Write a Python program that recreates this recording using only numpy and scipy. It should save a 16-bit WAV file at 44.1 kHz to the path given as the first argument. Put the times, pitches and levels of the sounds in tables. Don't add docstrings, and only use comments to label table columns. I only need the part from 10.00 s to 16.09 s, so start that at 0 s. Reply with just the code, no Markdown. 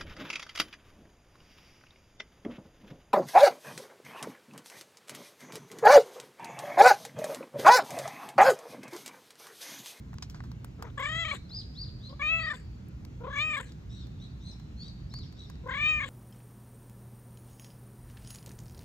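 import sys
import numpy as np
from scipy import signal
from scipy.fft import rfft, irfft
from scipy.io import wavfile
from scipy.ndimage import uniform_filter1d

SR = 44100
rng = np.random.default_rng(int(sys.argv[2]) if len(sys.argv) > 2 else 0)


def inscribe(sig):
    pcm = np.round(np.clip(np.atleast_2d(sig).T, -1, 1) * 32767)
    wavfile.write(sys.argv[1], SR, pcm.astype(np.int16))


N = 268569

# (frequency [Hz], relative density [dB])
HUM_SPECTRUM = [(12, -48), (20, -9.5), (60, 4), (146, -2.5), (216, -7), (574, -29.5), (1000, -33.5),
                (2200, -38.5), (3340, -41.5), (4060, -41), (4940, -45), (6910, -45.5), (9950, -67.5),
                (13900, -53), (16000, -93.5)]
# (frequency [Hz], relative density [dB])
HUM_SIDE_SPECTRUM = [(12, -35.5), (20, -2), (216, 0.5), (897, -18), (1060, -14), (1150, -17.5), (2320, -21),
                     (2670, -18.5), (3440, -30), (3950, -27.5), (4940, -30.5), (10200, -35), (12800, -47),
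                     (14700, -54), (16000, -59.5)]
HUM_DB, HUM_SIDE_DB = -44, -58
# (centre [Hz], width [Hz], level [dB])
DRONES = [(59.25, 17, -51), (120.2, 6.2, -51.5), (153, 6.9, -59), (188.4, 12, -62.5)]
# (frequency [Hz], left over right [dB])
HUM_BALANCE = [(60, 0), (180, -2.5), (550, -3), (1650, 2), (4970, 4.5), (15000, -2.5)]
# (frequency [Hz], left leads by [rad])
HUM_LEAD = [(0, 0.021), (300, 0.081), (1200, 0.3), (4000, 1), (16000, 0.22)]

# (time [s], level [dB], treble tilt [dB], middle band lift [dB], decay by 60 dB [s])
TICKS = [(.132, -57, -8, -1.5, 0.029), (0.141, -47.5, 0, -7, 0.026), (0.185, -51, -7.5, 10.5, 0.012),
         (.225, -46.5, 1, 10, 0.081), (0.299, -53, 7, 2.5, 0.1006), (0.346, -58, -4.5, 3, 0.22),
         (0.405, -47.5, -10.5, -9, 0.02), (0.439, -56, -0.5, -2, 0.15), (.517, -52, 1, 2, .028),
         (.646, -39, 7.5, -10.5, 0.028), (.825, -37, 1, -7.5, 0.041), (1.002, -37.5, 1.5, -15, 0.023),
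         (1.505, -58, -2.5, -3, .02), (2.886, -72.5, 29, -7, 0.019), (3.051, -43.5, 3, -0.5, 0.015),
         (3.579, -49, 9.5, -6, .025), (3.721, -56.5, 6, 4.5, 0.036), (4.07, -56, 3, 0, .025),
         (4.599, -55, 3, 0, 0.023), (5.14, -42, 0.5, -1.5, .02), (5.189, -55, 1, 5, .022),
         (5.326, -54.5, 4.5, -2, .025), (5.5, -46.5, 1, -4, 0.033), (5.556, -61.5, -8.5, 4, 0.018),
         (5.675, -46.5, -4, -12, 0.03)]
# (centre [Hz], width [Hz])
HOUSING_BANDS = [(1200, 1500), (4600, 5000), (11500, 13000)]
HOUSING_BANDS_DB, TICK_RISE_S = (0, -3.5, -16), 0.0017
# (frequency [Hz], left leads by [rad])
TICK_LEAD = [(0, 6), (1000, 1.28), (5000, 2), (6460, 1.5), (9040, -2), (10600, -4), (12100, -6),
             (13700, -3), (16000, -30)]

# (time [s], length [s], start [Hz], crest [Hz], end [Hz], crest at [share of length],
# level [dB], overtones re note [dB])
CHIRPS = [(1.197, 0.19, 3650, 4150, 3390, 0.6, -53.5, -20), (1.486, .018, 4408, 5100, 5050, 0.89, -56, -38),
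          (1.49, .11, 3280, 5000, 3460, .78, -40.5, -57.5), (1.524, .13, 3190, 4100, 3380, .79, -58, -18.5),
          (1.738, 0.02, 4430, 5400, 5230, .94, -61.5, -28), (1.743, 0.11, 3060, 4740, 3130, 0.68, -43, -49),
          (1.998, 0.087, 3160, 4154, 3480, .89, -50.5, -27.5),
          (2.361, 0.1, 3780, 4690, 4260, .97, -48, -54), (3.651, 0.053, 4160, 4136, 2990, 0.079, -66, -8),
          (3.885, 0.17, 3500, 3858, 3430, 0.31, -58.5, -13),
          (3.933, .091, 3770, 4296, 4060, 0.998, -66, -21),
          (4.182, 0.097, 3180, 3954, 3600, 0.58, -56, -18.5),
          (4.391, 0.16, 3305, 4124, 3390, 0.54, -56.5, -15.5),
          (4.755, 0.09, 3990, 4525, 3900, .9, -50, -26.5), (4.792, 0.1, 3160, 3920, 3400, .98, -55, -16),
          (5.094, 0.016, 4540, 5430, 5550, .9, -60.5, -29.5),
          (5.101, 0.12, 3490, 4645, 3630, 0.56, -49, -33), (5.358, 0.11, 3400, 3916, 3440, 0.45, -55, -18)]
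# (time [s], length [s], crest [Hz], end [Hz], level [dB])
FLICKS = [(1.596, 0.028, 4760, 2840, -46), (1.839, 0.056, 4890, 3120, -54), (2.093, 0.017, 4860, 3260, -55),
          (2.48, .019, 5410, 4266, -62), (4.287, 0.026, 4437, 3600, -72), (4.512, .017, 5400, 4000, -59),
          (4.88, 0.024, 4710, 3650, -50.5), (5.212, 0.034, 3975, 2660, -58.5),
          (5.226, 0.041, 5361, 4429, -67), (5.237, 0.01, 5570, 4500, -63), (5.457, 0.041, 5410, 3840, -70)]
FLICK_START, FLICK_CREST, FLICK_OVERTONES_DB = 1.055, 0.1, -33
OCTAVE_DB, CHIRP_PAN_DB, FLICK_PAN_DB = 1, 3, 6.5

# (time [s], pitch [Hz])
FOLD_PITCH = [
    [(.78, 422.4), (.84, 492), (.91, 440)],
    [(.97, 580.4), (1.01, 557.3), (1.045, 585), (1.1, 636.4), (1.2, 675.3), (1.27, 643.3), (1.31, 629.7),
     (1.36, 498.4)],
    [(2.09, 500), (2.12, 569), (2.155, 590)],
    [(2.19, 552), (2.23, 609.6), (2.27, 611.5), (2.31, 652), (2.39, 658), (2.45, 646), (2.51, 629),
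     (2.56, 489)],
    [(3.19, 450), (3.25, 525.5), (3.31, 585), (3.34, 581.7), (3.39, 586), (3.44, 621.4), (3.5, 624.3),
     (3.55, 608), (3.63, 516)],
    [(5.63, 471.5), (5.67, 546), (5.72, 540), (5.79, 602.4), (5.85, 611.5), (5.9, 624.3), (5.99, 599.5),
     (6.03, 605), (6.09, 498)],
]
# (time [s], effort [dB], mouth resonance [Hz], opening [0-1], front resonance [dB])
MOUTH_MOVES = [
    [(0.78, -69.5, 1790, .3, -30), (0.796, -51.5, 1780, 0.06, -35), (0.822, -60, 1770, .2, -20),
     (0.852, -43.5, 1920, 0.41, -32), (0.91, -60.5, 2049, 0.46, -9)],
    [(0.972, -58, 1780, .5, -28), (0.98, -37.5, 1711, .7, -10.5), (1.0, -35.5, 1960, 0.62, -14.5),
     (1.05, -38, 1960, 0.82, -6), (1.096, -40.5, 2000, 0.77, -3), (1.214, -37, 2180, 0.78, -0.5),
     (1.322, -41.5, 2124, 0.77, -2.5), (1.336, -38, 2170, 0.52, -16), (1.37, -65, 2220, 0.3, 13)],
    [(2.09, -67, 2240, 0, 6), (2.128, -48.5, 2140, 0.18, -18), (2.155, -72, 2160, .2, -5)],
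    [(2.193, -45.5, 1870, 0.68, -11), (2.221, -38.5, 2176, 0.86, -17), (2.295, -40, 2490, 0.92, -2),
     (2.335, -34, 2540, 0.84, -26), (2.391, -37, 2430, 0.82, -11), (2.433, -41, 2106, 0.84, -8.5),
     (2.513, -40.5, 1855, 0.85, -7), (2.537, -40.5, 1680, 0.72, -21), (2.56, -56.5, 1760, .45, 3.5)],
    [(3.195, -55, 1800, 0, -46), (3.245, -41, 2480, 0.29, -25), (3.289, -40, 1840, 0.34, -22),
     (3.321, -48.5, 1590, 0.78, -9.5), (3.373, -39.5, 2110, .87, -10), (3.417, -38, 2300, .87, 3),
     (3.471, -42, 2450, 0.88, -21), (3.555, -38.5, 2147, .87, -7), (3.605, -38.5, 1600, .65, -10),
     (3.63, -69, 1950, 0.1, -17.5)],
    [(5.635, -66, 1910, .02, -10), (5.659, -44.5, 1760, 0.08, -38), (5.697, -35.5, 1722, 0.73, -21),
     (5.715, -39, 1806, 0.74, -10), (5.825, -43, 2260, 0.99, -1.5), (5.895, -38.5, 2450, 0.96, -.5),
     (5.967, -43.5, 2310, 0.97, -15), (6.047, -42.5, 1928, 0.89, -3.5), (6.063, -50, 2080, 0.25, -4),
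     (6.09, -73, 2090, 0.15, 20)],
]
# (front resonance [Hz], sinus resonance at start [Hz], at end [Hz], sinus strength [dB],
# creak at start [0-1], its fade by a factor e^1.5 [s], creak at end [0-1])
VOICES = [(3400, 6400, 5800, 8, 0.54, 1.8, .05), (3210, 7520, 6600, 3, 0.07, 0.036, 0.83),
          (3430, 6700, 6300, -3, 0.16, 2.0, 0.16), (3460, 6760, 7300, -7.5, .1, 0.0084, 0.3),
          (3380, 6000, 7940, -1.5, .3, 0.11, 0.3), (3320, 6940, 6930, -6.5, 0.07, 0.04, 0.75)]
# (first twitch [s], last twitch [s], twitch rate [1/s],
# pitch drop at first [Hz], at last [Hz], level dip at first [dB], at last [dB])
TWITCH_BOUTS = [(0.802, 0.96, 32, 34.9, 154, 6, 10), (.992, 1.176, 31, 78.7, 20, 8, 2.5),
                (1.247, 1.314, 30, 54.6, 52.3, 9.5, 2.5), (1.351, 1.348, 30, 174.4, 180, -4, -4),
                (2.123, 2.215, 11, 44.6, 38, 25, 2), (2.4, 2.533, 31, 24.2, 80, -1, 12),
                (3.203, 3.265, 34, 24.92, 130, 20.5, 13), (3.297, 3.384, 33, 73, 27, 7.5, 2),
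                (3.504, 3.597, 33, 23.2, 115, 0, 11.5), (5.656, 5.706, 38, 55.3, 77, 18, 8.5),
                (5.737, 5.863, 32, 87.7, 12, 7.5, -3), (6.003, 6.063, 34, 82.8, 48, 7.5, -1)]
SAG_ONSET_S, SAG_RECOVERY_S, DIP_WIDTH_S, DIP_EARLY_S = .004, .011, .0025, .002
HELD_CREAK, DYING_S = .008, .028
MOUTH_DB, SINUS_DB, NOSE_DB = (-33, 16.5), (-58, -13), (6, -17.5)
THROAT = (1120, 470, 0)
PALATE, TOP = (5150, 800, 0), (8500, 1700, -41)
# (time [s], level [dB])
MOUTH_SWELLS = [(1.056, -25.5), (1.087, -59), (1.251, -31), (1.283, -35.5), (1.316, -26.5), (3.362, -50),
                (3.533, -54.5), (3.565, -41), (5.74, -41), (6.005, -41), (6.036, -47)]
# (time [s], hold [s], level [dB], release [dB/s])
PUFFS = [(1.34, 0.018, -49, 700), (2.523, 0.048, -55.5, 268), (3.586, 0.02, -50.5, 185),
         (6.096, .035, -46.5, 300)]
# (frequency [Hz], relative density [dB])
PUFF_SPECTRUM = [(290, -14), (500, 18.5), (758, -39), (1350, -3), (1620, 16), (3580, 0.5), (5750, -26),
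                 (7130, 7.5), (9110, 0), (9790, -64.5), (10200, -18.5), (11600, -11), (15500, -23.5)]
PUFF_RISE_DB_PER_S, PUFF_LUMPS_DB, PUFF_CHOP = 347, 2.5, 2.5
CAT_PAN_DB = -2.5
# (frequency [Hz], left over right [dB])
CAT_BALANCE = [(60, -26), (110, 12), (200, 9), (380, 5), (700, 4.5), (1290, 10), (2380, 6.5), (4400, 14),
               (8120, 2), (15000, -1.5)]
# (frequency [Hz], left leads by [rad])
CAT_LEAD = [(0, 0), (520, .9), (1300, .8), (2330, 1.4), (2840, 2.3), (3620, 1.7), (4650, .2), (6200, .4),
            (8100, -.9), (9800, -3.2), (12000, -6.2), (13700, -6.4), (16000, -11)]

EDGE_HZ = 16000


def amp(db):
    return 10 ** (np.asarray(db) / 20)


def evened(x):
    return x / np.sqrt(np.mean(x ** 2) + 1e-20)


def read(points, hz):
    f, value = np.transpose(points)
    return np.interp(np.log(hz + 1), np.log(f + 1), value)


def peak(hz, centre_hz, width, db):
    return amp(2 * db) / (1 + (2 * (hz - centre_hz) / width) ** 2) ** 3


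def coloured(gain, length):
    return evened(irfft(rfft(rng.standard_normal(length)) * gain, length))


def wobble(width, *shape):
    return evened(uniform_filter1d(uniform_filter1d(rng.standard_normal(shape), width), width))


def add(mix, s, sound, pan_db=0):
    part = mix[:, round(s * SR):][:, :len(sound)]
    sides = sound * amp([[pan_db / 2], [-pan_db / 2]])
    part += sides[:, :part.shape[1]]


def ports(x, balance, lead):
    hz = np.fft.rfftfreq(N, 1 / SR)
    side = np.array([[.5], [-.5]])
    return irfft(rfft(x) * amp(side * read(balance, hz)) * np.exp(1j * side * read(lead, hz)), N)


def yard(x, t60, first=0.012):
    taps = rng.choice([-1., 1.], (2, SR)) * (rng.random((2, SR)) < .05)
    t = np.arange(SR) / SR
    taps *= amp(-60 * t / t60) * (t > first)
    return signal.fftconvolve(x.mean(0)[None], taps / np.linalg.norm(taps[0]), axes=1)[:, :N]


def hum():
    frames, hz = N // 512 + 5, np.fft.rfftfreq(2048, 1 / SR)
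    a, b, c, d, patches = rng.standard_normal((frames, 1025, 5)).T
    patches = evened(uniform_filter1d(uniform_filter1d(patches, 14, 0), 6, 1))
    spectra_db = np.array([read(HUM_SPECTRUM, hz), read(HUM_SIDE_SPECTRUM, hz)])[:, :, None]
    frames_of_noise = np.array([a + 1j * b, c + 1j * d]) * amp(spectra_db + 1.2 * patches)
    mid, side = signal.istft(frames_of_noise, nperseg=2048, noverlap=1536)[1][:, :N]
    fine_hz = np.fft.rfftfreq(N, 1 / SR)
    drones = sum(amp(db) * coloured(np.sqrt(peak(fine_hz, f, w, 0)), N) for f, w, db in DRONES)
    shared = ports(amp(HUM_DB) * evened(mid) + drones, HUM_BALANCE, HUM_LEAD)
    return shared + amp(HUM_SIDE_DB) * evened(side) * [[1], [-1]]


def ticks():
    out, t, hz = np.zeros((2, N)), np.arange(3000) / SR, np.fft.rfftfreq(3000, 1 / SR)
    snap = 1 + 1.4 * np.exp(-(t / 0.0032) ** 2)
    rise = np.minimum(t / TICK_RISE_S, 1)
    for s, db, tilt_db, lift_db, t60 in TICKS:
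        bands_db = HOUSING_BANDS_DB + np.array([-tilt_db, lift_db, tilt_db])
        burst = sum(amp(band_db) * coloured(np.sqrt(peak(hz, f, w, 0)), 3000)
                    for band_db, (f, w) in zip(bands_db, HOUSING_BANDS))
        decay = amp(db - 60 * t / max(t60, .004))
        add(out, s - .0015, burst * decay * snap * rise)
    return ports(out, [(0, 0), (SR, 0)], TICK_LEAD)


def whistled_note(length, start_hz, crest_hz, end_hz, crest, db, overtones_db):
    u = np.linspace(0, 1, round(length * SR))
    n = len(u)
    before = np.maximum(1 - u / crest, 0)
    after = np.maximum((u - crest) / (1 - crest), 0)
    hz = crest_hz - (crest_hz - start_hz) * before ** 1.7 - (crest_hz - end_hz) * after ** 2.4
    turn = 2 * np.pi * np.cumsum(hz * (1 + .006 * wobble(60, n))) / SR
    rasp = wobble(36, n) * np.sin(turn) + wobble(36, n) * np.cos(turn)
    rasp *= .16 * amp(-.5 * (db + 50))
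    upper_hz = 3 * crest_hz / 2 - 2000 * before ** 4 - 1800 * after ** 4
    upper_turn = 2 * np.pi * np.cumsum(upper_hz * (1 + .012 * wobble(40, n))) / SR
    upper_db = overtones_db + 17 * before ** 1.8 + 5 * after + 5 * wobble(50, n)
    upper = amp(upper_db) * np.sin(upper_turn)
    octave = amp(overtones_db + OCTAVE_DB) * (0.38 + 0.48 * wobble(60, n)) * np.sin(2 * turn)
    crest_db = 2.5 * wobble(150, n) - 22 * before ** 1.8 - 8 * after
    note = np.sqrt(2) * amp(db + crest_db) * (np.sin(turn) + rasp + upper + octave)
    note *= signal.windows.tukey(n, .2)
    haze = 2.0 * np.sqrt(2) * amp(db + crest_db / 2) * rasp * np.hanning(n)
    return note, (note + haze) * amp(-.25 * (db + 60))


def sparrows():
    near, far = np.zeros((2, 2, N))
    notes = [(*row, CHIRP_PAN_DB) for row in CHIRPS]
    for s, length, hz, end_hz, db in FLICKS:
        notes.append((s, length, FLICK_START * hz, hz, end_hz, FLICK_CREST, db, FLICK_OVERTONES_DB, FLICK_PAN_DB))
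    for s, *shape, pan_db in notes:
        note, echoed = whistled_note(*shape)
        add(near, s, note, pan_db)
        add(far, s, echoed)
    direct = ports(near, [(0, 0), (SR, 0)], [(0, 0.045), (3000, 1.0), (8000, 1.0)])
    return direct + amp(-13.5) * yard(far, 0.098, .003) + amp(-3.5) * yard(far, 0.14) + amp(-5.5) * yard(far, 0.94)


def breath(dip):
    air = coloured(amp(read(PUFF_SPECTRUM, np.fft.rfftfreq(N, 1 / SR))), N)
    lumps = evened(uniform_filter1d(rng.standard_normal(N), 250))
    air *= amp(PUFF_LUMPS_DB * lumps - PUFF_CHOP * dip)
    t, level = np.arange(N) / SR, np.zeros(N)
    for s, hold, db, release_db in PUFFS:
        rise_db = PUFF_RISE_DB_PER_S * np.maximum(s - t, 0)
        level += amp(db - rise_db - release_db * np.maximum(t - s - hold, 0))
    return air * level


def mouth_swells():
    out, t = np.zeros((2, N)), np.arange(-300, 900) / SR
    swell = np.exp(-(t / np.where(t < 0, .003, .006)) ** 2) * np.sin(2 * np.pi * 2280 * t)
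    for s, db in MOUTH_SWELLS:
        add(out, s + t[0], amp(db) * swell)
    return out


def purr():
    t, sag, dip = np.arange(N) / SR, np.zeros(N), np.zeros(N)
    for first, last, rate, hz0, hz1, db0, db1 in TWITCH_BOUTS:
        for share in np.linspace(0, 1, round((last - first) * rate) + 1):
            at = first + (last - first) * share
            hz = hz0 * (hz1 / hz0) ** share
            db = db0 + (db1 - db0) * share
            near = slice(round((at - .03) * SR), round((at + .08) * SR))
            u = t[near] - at
            onset, recovery = np.exp(-(u / SAG_ONSET_S) ** 2), np.exp(-abs(u / SAG_RECOVERY_S) ** 1.76)
            sag[near] += hz * np.where(u < 0, onset, recovery)
            width = DIP_WIDTH_S * (1 + 0.012 * db)
            dip[near] += db * np.exp(-.5 * ((u + DIP_EARLY_S) / width) ** 2)
    return sag, dip


def vocal_tract(line_hz, mouth_hz, opening, front_db, front_hz, sinus_hz, strength_db):
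    mouth_db, sinus_db, nose_db = (shut + (wide - shut) * opening for shut, wide in (MOUTH_DB, SINUS_DB, NOSE_DB))
    sinus_db = sinus_db + strength_db
    power = peak(line_hz, *THROAT) + peak(line_hz, mouth_hz, 680, mouth_db)
    power += peak(line_hz, front_hz, 1040, front_db) + peak(line_hz, sinus_hz, 1680, sinus_db)
    power += amp(2 * sinus_db) * (peak(line_hz, *PALATE) + peak(line_hz, *TOP))
    power *= 1 - peak(line_hz, 5250, 1900, -.15)
    power *= 1 - peak(line_hz, 9300, 3000, -.1)
    power[0] = amp(2 * nose_db)
    return power


def meow(pitch, rows, voice, sag, dip):
    s, *columns = np.transpose(rows)
    at = np.arange(round(s[0] * SR), min(round(s[-1] * SR), N))
    t, n = at / SR, len(at)
    effort_db, mouth_hz, opening, front_db = (np.interp(t, s, c) for c in columns)
    front_hz, start_hz, end_hz, strength_db, first, fading, last = voice
    sinus_hz = np.linspace(start_hz, end_hz, n)
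    creak = HELD_CREAK + first * np.exp(1.5 * (s[0] - t) / fading) + last * np.exp((t - s[-1]) / DYING_S)
    jitter = (.002 + .0002 * sag[at] + .06 * creak) * wobble(70, n)
    hz = (np.interp(t, *np.transpose(pitch)) - sag[at]) * (1 + jitter)
    k = np.arange(1, 25)[:, None]
    smear = creak * (1 + k / 8) + .003 * k + .0017 * k ** 2 + .0012 * sag[at]
    smear = np.minimum(smear, .95)
    power = vocal_tract(k * hz, mouth_hz, opening, front_db, front_hz, sinus_hz, strength_db)
    shimmer = amp(.03 * np.minimum(k, 11) ** 2 * wobble(500, *power.shape))
    a, b = wobble(40, 2, *power.shape)
    turn = k * (2 * np.pi * np.cumsum(hz) / SR - 1.184 * np.sqrt(k))
    steady = np.sqrt(2 - 2 * smear ** 2) * np.cos(turn)
    noisy = smear * (a * np.cos(turn) + b * np.sin(turn))
    tone = (np.sqrt(power) * shimmer * (steady + noisy)).sum(0)
    return s[0], tone * amp(effort_db - dip[at]) * signal.windows.tukey(n, 400 / n)


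def cat():
    sag, dip = purr()
    out = mouth_swells() + breath(dip)
    for pitch, rows, voice in zip(FOLD_PITCH, MOUTH_MOVES, VOICES):
        add(out, *meow(pitch, rows, voice, sag, dip), CAT_PAN_DB)
    return ports(out, CAT_BALANCE, CAT_LEAD)


def scene():
    background = hum() + ticks() + sparrows()
    voice = cat()
    return background + voice + amp(-22.0) * yard(voice, 0.33, 0.011)


def record(dry):
    thinned = signal.sosfilt(signal.butter(3, 42, "high", fs=SR, output="sos"), dry)
    band_limit = signal.firwin(511, EDGE_HZ, window=("kaiser", 9), fs=SR)
    return signal.oaconvolve(thinned, band_limit[None], "same")


dry = scene()
out = record(dry)
inscribe(out)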